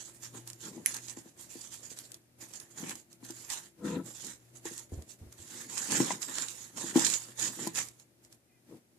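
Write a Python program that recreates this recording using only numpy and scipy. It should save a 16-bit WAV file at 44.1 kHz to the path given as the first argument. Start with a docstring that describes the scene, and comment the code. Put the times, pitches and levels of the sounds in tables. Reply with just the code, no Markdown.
"""Bird pecking at a rug

A small bird pecks at a rug's edge on a tiled floor: beak and claws tick, and one hard peck rings out.
Close by, cloth scuffs in short strokes at the right microphone port of a hand-held phone, while the
hand rubs, bumps and shifts the booming case. An appliance hums in the small, hard room, and a faint
squeak slides down near the end."""
import sys
import numpy as np
from scipy import signal
from scipy.fft import rfft, irfft
from scipy.io import wavfile
from scipy.ndimage import uniform_filter1d

SR = 44100
rng = np.random.default_rng(int(sys.argv[2]) if len(sys.argv) > 2 else 0)


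def log_audio(samples):
    """Write samples as a 16-bit WAV file to the path given in sys.argv[1]."""
    # one column per channel
    frames = np.atleast_2d(samples).T
    # limit to full scale, then quantise
    limited = np.clip(frames, -1, 1)
    pcm = np.round(limited * 32767).astype(np.int16)
    wavfile.write(sys.argv[1], SR, pcm)


N = 396018
T = np.arange(N) / SR

# How the case carries vibration to the ports. Each row: frequency in Hz, left minus right in dB.
CASE_BALANCE = [(100, -4.5), (170, -1), (270, 6), (500, 5.5), (1000, 7), (2000, 8.5)]


def undb(db):
    """Decibels to gain."""
    return 10 ** (np.asarray(db) / 20)


def unit(x):
    """Scale a sound so that the mean of its channels has rms 1."""
    return x / np.sqrt(np.mean(np.atleast_2d(x).mean(axis=0) ** 2))


def pan(db):
    """Left and right gains with mean 1, from left minus right in dB."""
    gains = undb(np.array([[db], [-db]]) / 2)
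    return gains / gains.mean()


def curve(rows, column=1, outside=None):
    """One column of a table, joined by straight lines in time."""
    rows = np.array(rows)
    return np.interp(T, rows[:, 0], rows[:, column], outside, outside)


def shape(points):
    """Gain at every frequency from (Hz, dB) points."""
    hz, db = np.transpose(points)
    return undb(np.interp(np.log(np.arange(N // 2 + 1) * SR / N + 1), np.log(hz), db))


def ports(balance):
    """Left and right gains with mean power 1 at every frequency, from (Hz, left minus right dB) points."""
    side = np.sqrt(shape(balance))
    return np.sqrt(2) * np.array([side, 1 / side]) / np.hypot(side, 1 / side)


def colour(x, gain):
    """Filter by a gain at every frequency."""
    return irfft(rfft(x) * gain, N)


def highpass(x, hz):
    """Steep cut of the lows."""
    return signal.sosfilt(signal.butter(4, hz, "high", fs=SR, output="sos"), x)


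def bandpass(x, low_hz, high_hz, order):
    """Keep the band between two frequencies."""
    return signal.sosfilt(signal.butter(order, [low_hz, high_hz], "band", fs=SR, output="sos"), x)


def resonate(x, hz):
    """A broad resonance around one pitch."""
    return signal.lfilter(*signal.iirpeak(hz, Q=1.6, fs=SR), x)


def walk(rate):
    """Smooth random drift with spread near 1, taking `rate` new values a second."""
    size = max(int(SR / rate), 2)
    steps = np.repeat(rng.standard_normal(N // size + 1), size)
    return 1.3 * uniform_filter1d(uniform_filter1d(steps, size), size)[:N]


def ring(modes, t):
    """Decaying modes (Hz, t60 s, dB) after one blow."""
    return sum(undb(db - 60 * t / t60) * np.sin(2 * np.pi * hz * t) for hz, t60, db in modes)


def add(out, start, x):
    """Mix a short sound in at `start` seconds."""
    i = max(int(start * SR), 0)
    out[:, i:i + x.shape[-1]] += x[..., :N - i]


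def slips(rate, spread_db):
    """Tiny random releases of friction, uneven in size, about `rate` a second."""
    size = undb(spread_db * np.minimum(rng.exponential(size=N), 5))
    return unit((rng.random(N) < rate / SR) * size * rng.choice([-1, 1], N))


def contacts(rows, rise_db_per_s, fall_db_per_s):
    """Gain of sliding contacts (start s, length s, dB): each swells, holds and dies away."""
    level_db = np.full(N, -140.)
    for start, length, db in rows:
        near = slice(*np.searchsorted(T, [start - .5, start + length + .5]))
        t = T[near] - start
        abruptness = 1 + .02 / (length + .02)  # brief flicks have slopes up to twice as steep
        drop_db = rise_db_per_s * np.maximum(-t, 0) + fall_db_per_s * np.maximum(t - length, 0)
        level_db[near] = np.maximum(level_db[near], db - abruptness * drop_db)
    return undb(level_db)


def room(x, wet_db, t60, first_echo_s=0.0048):
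    """Floor and furniture answer within milliseconds, then the walls blur the sound."""
    t = T[:SR // 2]
    decay = undb(-60 * t / t60) + 1.6 * undb(-60 * t / .05)
    echoes = rng.standard_normal((2, len(t))) * (t > first_echo_s) * decay
    echoes /= np.sqrt(np.sum(echoes ** 2, axis=1, keepdims=True))
    return x + undb(wet_db) * signal.fftconvolve(x.mean(axis=0)[None], echoes, axes=1)[:, :N]


def room_air():
    """A bed of still air, alike at both ports in the bass and wide in the treble."""
    # Room tone. Each row: frequency in Hz, relative level in dB.
    spectrum = [(32, -42.5), (55, -10), (111, -3.5), (271, -4), (343, -1.5), (424, -10), (588, -10),
                (1080, -22), (2090, -21), (3190, -25.5), (10500, -23), (15000, -29)]
    # How the air reaches the ports. Each row: frequency in Hz, left minus right in dB.
    balance = [(60, -1.5), (250, 3.5), (1800, 6), (4000, 1), (7000, -3.5), (14000, -1)]
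    centre = rng.standard_normal(N)
    width = colour(rng.standard_normal(N), shape([(100, -9), (500, -6.5), (1500, 1.5)]))
    air = colour(centre + np.array([[1], [-1]]) * width, shape(spectrum))
    return unit(colour(air, ports(balance))) * undb(-62.5)


def appliance_hum():
    """An appliance hums on three low tones, each wavering in level and phase."""
    # The hum's tones. Each row: frequency in Hz, relative level in dB.
    partials = [(120, -2.5), (240, -13.5), (341, -9)]
    # The hum swells and fades. Each row: time in seconds, level in dB.
    swell = [(0, -60.5), (1.0, -61), (1.3, -65), (4.5, -64.5), (7.9, -62), (8.2, -64), (8.98, -62)]
    hum = sum(undb(db + 4.1 * walk(5)) * np.sqrt(2) * np.sin(2 * np.pi * hz * T + walk(9))
              for hz, db in partials)
    return hum * undb(curve(swell)) * pan(2.7)


def squeak():
    """A faint squeak further off: two thin, unsteady tones sliding down."""
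    # The glide. Each row: time in seconds, upper pitch in Hz, level in dB.
    glide = [(8.45, 2660, -97), (8.5, 2480, -70.5), (8.55, 2434, -70), (8.59, 2400, -74), (8.63, 2390, -99)]
    hz = curve(glide) * (1 + .028 * walk(400))
    phase = 2 * np.pi * np.cumsum(hz) / SR
    tones = np.sin(phase) + np.sin(.83 * phase)
    return tones * undb(curve(glide, column=2, outside=-140)) * pan(1.5)


def thuds():
    """The phone shifts in the hand: a deep wobble with a short rub."""
    # Soft thuds. Each row: start in seconds, level in dB, pitch in Hz.
    shifts = [(4.922, -25.5, 87), (4.974, -26, 76.5), (5.213, -33.5, 90), (5.263, -39, 74.6),
              (5.395, -41, 93)]
    out, t = np.zeros((2, N)), T[:SR // 6]
    for start, db, hz in shifts:
        wobble = ring([(hz, .11, 0), (hz * 1.54, .07, -9)], t) * pan(-2.7)
        friction = unit(bandpass(rng.standard_normal(len(t)), 150, 420, order=2))
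        rub = undb(-18 - 60 * t / 0.22) * friction * pan(5.9)
        attack = 1 - np.exp(-t / 0.0082)
        add(out, start, undb(db) * attack * (wobble + rub))
    return out


def grip_rubs():
    """The grip sticks and slips on the case, which booms under it."""
    # Slides of the grip. Each row: start in seconds, length in seconds, level in dB.
    rubs = [(.35, 0.027, -48), (.645, 0.17, -50), (.88, 0.1, -59.5), (2.79, 0.12, -49),
            (4.03, 0.056, -51.5), (4.25, 0.033, -52), (5.53, 0.37, -55.5), (5.91, 0.075, -38.5),
            (6.007, 0.024, -34), (6.07, 0.091, -46), (6.28, 0.17, -56), (6.77, 0.25, -50),
            (6.965, 0.017, -37), (7.0, .1, -45.5), (7.295, 0.0046, -55), (7.42, 0.078, -48.5),
            (7.59, 0.067, -46), (7.745, 0.078, -54.5), (8.715, 0.031, -47)]
    # Tone of the rubbed case. Each row: frequency in Hz, relative level in dB.
    spectrum = [(53, -46.5), (90, -27.5), (109, -5), (193, 0.5), (279, 1.5), (320, 3), (402, -6.5),
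                (438, -5), (638, -19), (902, -20.5), (1100, -21.5), (1430, -43.5), (2420, -120)]
    friction = unit(colour(slips(rate=1400, spread_db=1.06), shape(spectrum)))
    pressure = contacts(rubs, rise_db_per_s=450, fall_db_per_s=280)
    return colour(friction * pressure, ports(CASE_BALANCE))


def finger_drag():
    """One finger drags slowly over the case; its stutter sets the case ringing."""
    # The drag: start in seconds, length in seconds, level in dB.
    drag = (3.85, 0.15, -34.5)
    # Ring under the finger. Each row: frequency in Hz, t60 in seconds, relative level in dB.
    modes = [(205, 0.061, -36), (262.6, 0.14, -15.5), (394, 0.13, -5), (490, 0.15, 10.5), (1010, 0.11, 0),
             (1285, .07, -17), (1810, .04, -21)]
    # Tone of the sliding skin. Each row: frequency in Hz, relative level in dB.
    spectrum = [(53, -50), (90, -6.5), (209, 13), (238, 0), (259, 11), (368, 4.5), (441, -3.5),
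                (494, -28.5), (602, -32), (646, -9), (775, -24), (985, -7.5), (1090, -44), (1300, -9.5),
                (2600, -54.5), (3380, -66), (5720, -120)]
    stutter = slips(rate=560, spread_db=3.5)
    ringing = unit(signal.fftconvolve(stutter, ring(modes, T[:SR // 10]))[:N])
    skin = unit(colour(slips(rate=2500, spread_db=-2.5), shape(spectrum)))
    pressure = contacts([drag], rise_db_per_s=370, fall_db_per_s=500)
    return colour((undb(-10.5) * ringing + skin) * pressure, ports(CASE_BALANCE))


def bumps():
    """A fleshy push booms the case around a pitch set by where it lands; a nail knocks its high modes."""
    # Hand on case. Each row: start in seconds, peak in dB, knock over boom in dB, boom pitch in Hz.
    blows = [(0.37, -48.5, 4, 119), (.778, -35.5, -13, 187), (1.171, -37, -8, 269), (1.257, -45, -14, 246),
             (1.554, -37.5, -13, 326), (1.915, -46, -18.5, 326), (2.425, -45.5, -16, 298),
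             (2.829, -30, -23, 193), (3.228, -41.5, -11, 262), (3.3, -37, -10, 303), (4.654, -31, -8, 420),
             (4.711, -41, -20, 318), (4.919, -38.5, -22, 339), (6.002, -14.5, -12.5, 266),
             (6.106, -21.5, 22, 546), (6.287, -38, -6, 307), (6.383, -33.5, 16, 538),
             (6.84, -31.5, -16, 237), (6.957, -10.5, -14.5, 310), (6.973, -20, -25, 338),
             (6.981, -24.5, 3, 339), (7.591, -36, -0.5, 264), (7.67, -25.5, -3.5, 258)]
    # Low and high modes of the case. Each row: frequency in Hz, t60 in seconds, relative level in dB.
    boom_modes = [(162, 0.17, -7.5), (210, .05, -5.5), (265, 0.061, 5), (333.2, 0.074, 3),
                  (444, 0.047, -4.5)]
    knock_modes = [(850, 0.045, 0), (982, 0.03, 0.5), (1310, .02, -14.5), (1950, .02, -4.5),
                   (2320, 0.011, -11.5)]
    out, t = np.zeros((1, N)), T[:SR // 6]
    for start, db, knock_db, hz in blows:
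        scuff = 0.091 * undb(-60 * t / 0.028) * rng.standard_normal(len(t))
        push = (t == 0) + scuff
        boom = signal.fftconvolve(push, ring(boom_modes, t))[:len(t)]
        boom = resonate(highpass(boom, 140), hz)
        knock = highpass(signal.fftconvolve(push, ring(knock_modes, t))[:len(t)], 650)
        blow = boom / abs(boom).max() + undb(knock_db) * knock / abs(knock).max()
        add(out, start, undb(db) * blow / abs(blow).max())
    return colour(out, ports(CASE_BALANCE))


def fibres(spectrum, rate, spread_db, patchy_db, shared):
    """Threads slip in bunches that start at once and die away; the two ports share some of them."""
    # Where the cloth sits between the ports. Each row: frequency in Hz, left minus right in dB.
    balance = [(500, -1), (1200, 4.5), (2000, 6.5), (3000, -3), (4500, 0), (7000, -21), (10000, -11.5),
               (14000, -4.5)]
    separate = np.array([slips(rate, spread_db) for _ in range(2)])
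    grains = np.sqrt(shared) * slips(rate, spread_db) + np.sqrt(1 - shared) * separate
    onsets = rng.random(N) < 260 / SR
    bunches = signal.lfilter([1], [1, -np.exp(-1 / (0.0059 * SR))], onsets)
    surge = np.minimum((bunches - bunches.mean()) / bunches.std(), 2.5)
    return unit(colour(grains * undb(patchy_db * surge), shape(spectrum) * ports(balance)))


def folds(x, depth_db, width_hz, hold_s=.05):
    """The folds of the cloth keep moving, so its resonances come and go."""
    hz, times, spectra = signal.stft(x, SR, nperseg=512)
    ripple = rng.standard_normal(spectra.shape[1:])
    for _ in range(2):
        ripple = uniform_filter1d(ripple, max(int(width_hz / hz[1]), 1), axis=0)
        ripple = uniform_filter1d(ripple, max(int(hold_s / times[1]), 1), axis=1)
    return signal.istft(spectra * undb(depth_db * ripple / ripple.std()), SR, nperseg=512)[1][:, :N]


def cloth():
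    """Each stroke hisses and the weave drags coarsely; the finest threads add a sheen to light strokes."""
    # Scuffs. Each row: start in seconds, length in seconds, level in dB, coarse drag over hiss in dB.
    strokes = [(0.0, 0.014, -51, -7.5), (0.043, 0.048, -56, -11), (.15, .005, -56.5, -9),
               (0.232, 0.023, -46.5, -12.5), (0.347, 0.027, -51.5, -4), (0.473, 0.023, -54, -11),
               (0.613, .03, -50.5, -16.5), (0.639, 0.037, -46.5, -11), (0.727, 0.043, -60.5, -4),
               (0.868, 0.052, -46.5, -8), (0.943, 0.027, -45, -7.5), (1.024, 0.043, -52.5, -21),
               (1.082, 0.025, -47.5, -10.5), (1.17, 0.02, -54, -10.5), (1.396, 0.034, -50.5, -14),
               (1.512, 0.15, -52, -14), (1.722, 0.026, -46.5, -14.5), (1.782, .02, -57, -15),
               (1.835, 0.027, -51.5, -12), (1.904, 0.022, -51.5, -15), (1.975, 0.031, -50, -13),
               (2.038, .02, -55, -21), (2.416, .02, -50, -8.5), (2.486, 0.028, -58, -12),
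               (2.539, 0.022, -49, -14), (2.591, 0.041, -58.5, -9.5), (2.713, 0.0068, -58, -24),
               (2.778, 0.097, -48, -7), (2.888, 0.025, -45, -4.5), (2.953, 0.052, -59, -18),
               (3.115, 0.012, -61.5, -11), (3.249, 0.013, -53.5, -20), (3.29, 0.017, -51, -11),
               (3.356, 0.1, -52, -17), (3.507, .03, -37.5, -10.5), (3.559, 0.022, -46, -9),
               (3.857, 0.041, -49.5, -4.5), (3.913, 0.051, -58.5, 4.5), (4.063, 0.047, -51.5, -11),
               (4.151, .07, -50, -14), (4.239, 0.067, -47.5, -9.5), (4.557, 0.016, -56.5, -13),
               (4.661, 0.011, -44, -7.5), (4.704, 0.094, -50, -11), (4.925, 0.017, -63, -14),
               (5.099, 0.019, -52.5, -22), (5.324, .005, -57.5, -12), (5.382, 0.13, -56.5, -15),
               (5.507, .13, -49, -8.5), (5.699, 0.088, -46.5, -9), (5.775, 0.15, -41, -10.5),
               (5.908, .11, -35, -10.5), (6.047, 0.075, -39.5, -6), (6.219, 0.02, -41.5, -15.5),
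               (6.285, 0.068, -44.5, -9), (6.356, 0.077, -39.5, -8), (6.485, 0.028, -43.5, -19),
               (6.544, 0.1, -51, -11), (6.778, 0.13, -43, -8), (6.963, 0.065, -32.5, -9.5),
               (7.05, 0.024, -28, -18.5), (7.096, 0.059, -33.5, -17), (7.19, 0.032, -45.5, -15.5),
               (7.253, 0.057, -58, -2.5), (7.4, 0.07, -34.5, -12.5), (7.52, 0.056, -48.5, -13),
               (7.595, 0.079, -45, -6.5), (7.762, 0.051, -36, -12.5), (7.998, 0.0061, -57.5, -13),
               (8.241, .01, -62.5, -17), (8.32, 0.0073, -62, -13)]
    # Cloth stirring faintly on the phone. Each row: start in seconds, end in seconds, level in dB.
    resting = [(0.0, 2.2, -69.5), (2.42, 3.02, -70.5), (3.25, 3.66, -63), (4.05, 5.1, -70.5),
               (5.35, 7.96, -66)]
    # The cloth's three textures. Each row: frequency in Hz, relative level in dB.
    hiss_spectrum = [(1470, -21.5), (2500, -13.5), (2880, -13.5), (3500, -11), (5050, -8), (5600, -6.5),
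                     (6060, -4.5), (6880, 2.5), (7450, 1.5), (8400, -5.5), (9800, -17), (12700, -51.5),
                     (21600, -120)]
    coarse_spectrum = [(290, -32.5), (500, 1), (690, -7.5), (860, 2.5), (1150, -0.5), (1450, -1),
                       (1820, 4.5), (2100, -3), (2700, -6), (4000, -4.5), (5200, -35), (8800, -92)]
    sheen_spectrum = [(7500, -31.5), (9300, -1), (10200, -1.5), (11500, -5.5), (13000, -6.5), (14500, -18),
                      (16000, -36)]
    slopes = dict(rise_db_per_s=620, fall_db_per_s=255)
    ordinary_stroke_db = -49.5
    stir = contacts([(start, end - start, db) for start, end, db in resting], **slopes)
    stir *= undb(3.5 * walk(16))
    slides = [(start, length, db) for start, length, db, _ in strokes]
    drags = [(start, length, db + coarse_db) for start, length, db, coarse_db in strokes]
    slide_gain = np.hypot(contacts(slides, **slopes), stir)
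    drag_gain = np.hypot(contacts(drags, **slopes), undb(-6.5) * stir)
    hiss = fibres(hiss_spectrum, rate=9000, spread_db=2.0, patchy_db=1.87, shared=0.16)
    coarse = fibres(coarse_spectrum, rate=4500, spread_db=3.5, patchy_db=2.5, shared=0.12)
    sheen = fibres(sheen_spectrum, rate=14000, spread_db=3.5, patchy_db=2.0, shared=0.16)
    effort_db = np.maximum(20 * np.log10(slide_gain) - ordinary_stroke_db, -30)
    treble = hiss + undb(-9.5 - 0.3 * effort_db) * sheen  # harder strokes are duller
    treble[0] *= undb(-0.0339 * effort_db)  # and lie closer to the right port
    return folds(slide_gain * treble + drag_gain * coarse, depth_db=2.4, width_hz=380)


def ticks():
    """Each tick is a sharp crack that catches again and rings the microphone port near 7.5 kHz."""
    # Beak, claws and snagging threads. Each row: start in seconds, peak in dB, left minus right in dB.
    hits = [(0.4752, -32.5, 0), (0.501, -31.5, -3), (0.532, -38, -6), (0.9436, -27.5, -3), (0.967, -29, 0),
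            (1.0835, -31, -21), (1.0967, -33, -23), (1.734, -39, -18), (1.742, -39, -7), (1.988, -30.5, -1),
            (2.1183, -37.5, 0), (2.143, -34.5, -3), (2.5369, -35, -17), (2.6, -32.5, -9), (2.8946, -27, -8),
            (2.9072, -33, 2), (2.9548, -34, -5), (3.129, -43, -4), (3.249, -39.5, -2), (3.3062, -31, -1),
            (3.5014, -25.5, -12), (3.543, -36, -10), (4.247, -32, -2), (4.2682, -32.5, -6),
            (4.6544, -32, -5), (4.779, -29.5, -2), (4.7948, -39, -6), (5.022, -45, -5), (5.3255, -39, 1),
            (5.7788, -23, -13), (5.911, -23, -14), (5.9194, -18.5, -15), (6.2287, -24, -23),
            (6.3836, -21.5, -27), (6.422, -24, -23), (6.4843, -28, -28), (6.773, -34, -16),
            (6.995, -16, -22), (7.048, -15, -27), (7.0662, -17, -17), (7.1005, -20, -26),
            (7.139, -17.5, -25), (7.395, -27, -17), (7.6737, -27, -1), (7.75, -31, -23), (7.757, -27, -15),
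            (7.773, -25, -26), (7.7872, -24, -18), (7.886, -37, -14), (7.998, -43.5, -2), (8.2489, -40, 0),
            (8.3258, -40.5, -2)]
    port_hz, pitch_scatter = 7470, 0.04
    out, t = np.zeros((2, N)), T[:SR // 20]
    for start, db, side_db in hits:
        hz = port_hz * np.exp(pitch_scatter * rng.standard_normal())
        since_catch = t - rng.uniform(0.0036, 0.016)
        catch = (since_catch > 0) * undb(-10 - 60 * abs(since_catch) / .005)
        tail = undb(-20 - 60 * t / .03)
        force = undb(-60 * t / .015) + catch + tail
        crack = rng.choice([-1, 1], (2, len(t))) * force
        tick = resonate(crack, min(hz, SR / 3)) + 0.072 * crack
        # threads snagging at the right port are duller than claws on tile
        edge_hz = np.clip(12997 + 190 * side_db, 8000, 15000)
        tick = bandpass(tick, 1000, edge_hz, order=3) * pan(side_db)
        add(out, start, undb(db) * tick / abs(tick.mean(axis=0)).max())
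    return out


def peck():
    """The beak strikes tile: a few very short, bright modes with a hollow lowest pair."""
    # The hard peck. Each row: start in seconds, gain in dB.
    strikes = [(0.8606, -3)]
    # Beak and tile modes. Each row: frequency in Hz, t60 in seconds, level in dB, left minus right in dB.
    modes = [(2020, 0.015, -25, 32.5), (2240, 0.0037, -11, 6), (2910, 0.006, -24, -6),
             (4200, 0.0034, -17, -12), (6170, 0.0087, -15.5, -12), (7880, 0.0033, -8.5, -15),
             (10100, 0.0041, -2.5, -25), (10660, 0.0024, -9, -4)]
    out, t = np.zeros((2, N)), T[:SR // 40]
    clack = sum(pan(side_db) * ring([(hz, t60, db)], t) for hz, t60, db, side_db in modes)
    attack = 1 - np.exp(-t / .0001)
    for start, db in strikes:
        add(out, start, undb(db) * highpass(clack * attack, 1800))
    return out


def scene():
    """The bird in the room, cloth and hand at the phone, over air and hum."""
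    hard_peck = room(peck(), wet_db=-5.5, t60=0.21)
    small_sounds = room(ticks() + squeak(), wet_db=-15.5, t60=0.29)
    handling = room(cloth() + bumps(), wet_db=-10.5, t60=0.3) + grip_rubs() + finger_drag() + thuds()
    return hard_peck + small_sounds + handling + room_air() + appliance_hum()


def record(dry):
    """The phone's noise suppressor turns quiet moments down; the highest treble is cut."""
    threshold_db, knee_db, quiet_db, top_hz = -61, 8, -8.5, 14650
    power = uniform_filter1d(np.mean(dry ** 2, axis=0), int(.06 * SR))
    level_db = 10 * np.log10(np.abs(power) + 1e-12)
    opening = np.clip((level_db - threshold_db) / knee_db, 0, 1)
    gated = dry * undb(quiet_db * (1 - opening))
    return signal.sosfilt(signal.ellip(8, .2, 70, top_hz, fs=SR, output="sos"), gated)


dry = scene()
out = record(dry)
log_audio(out)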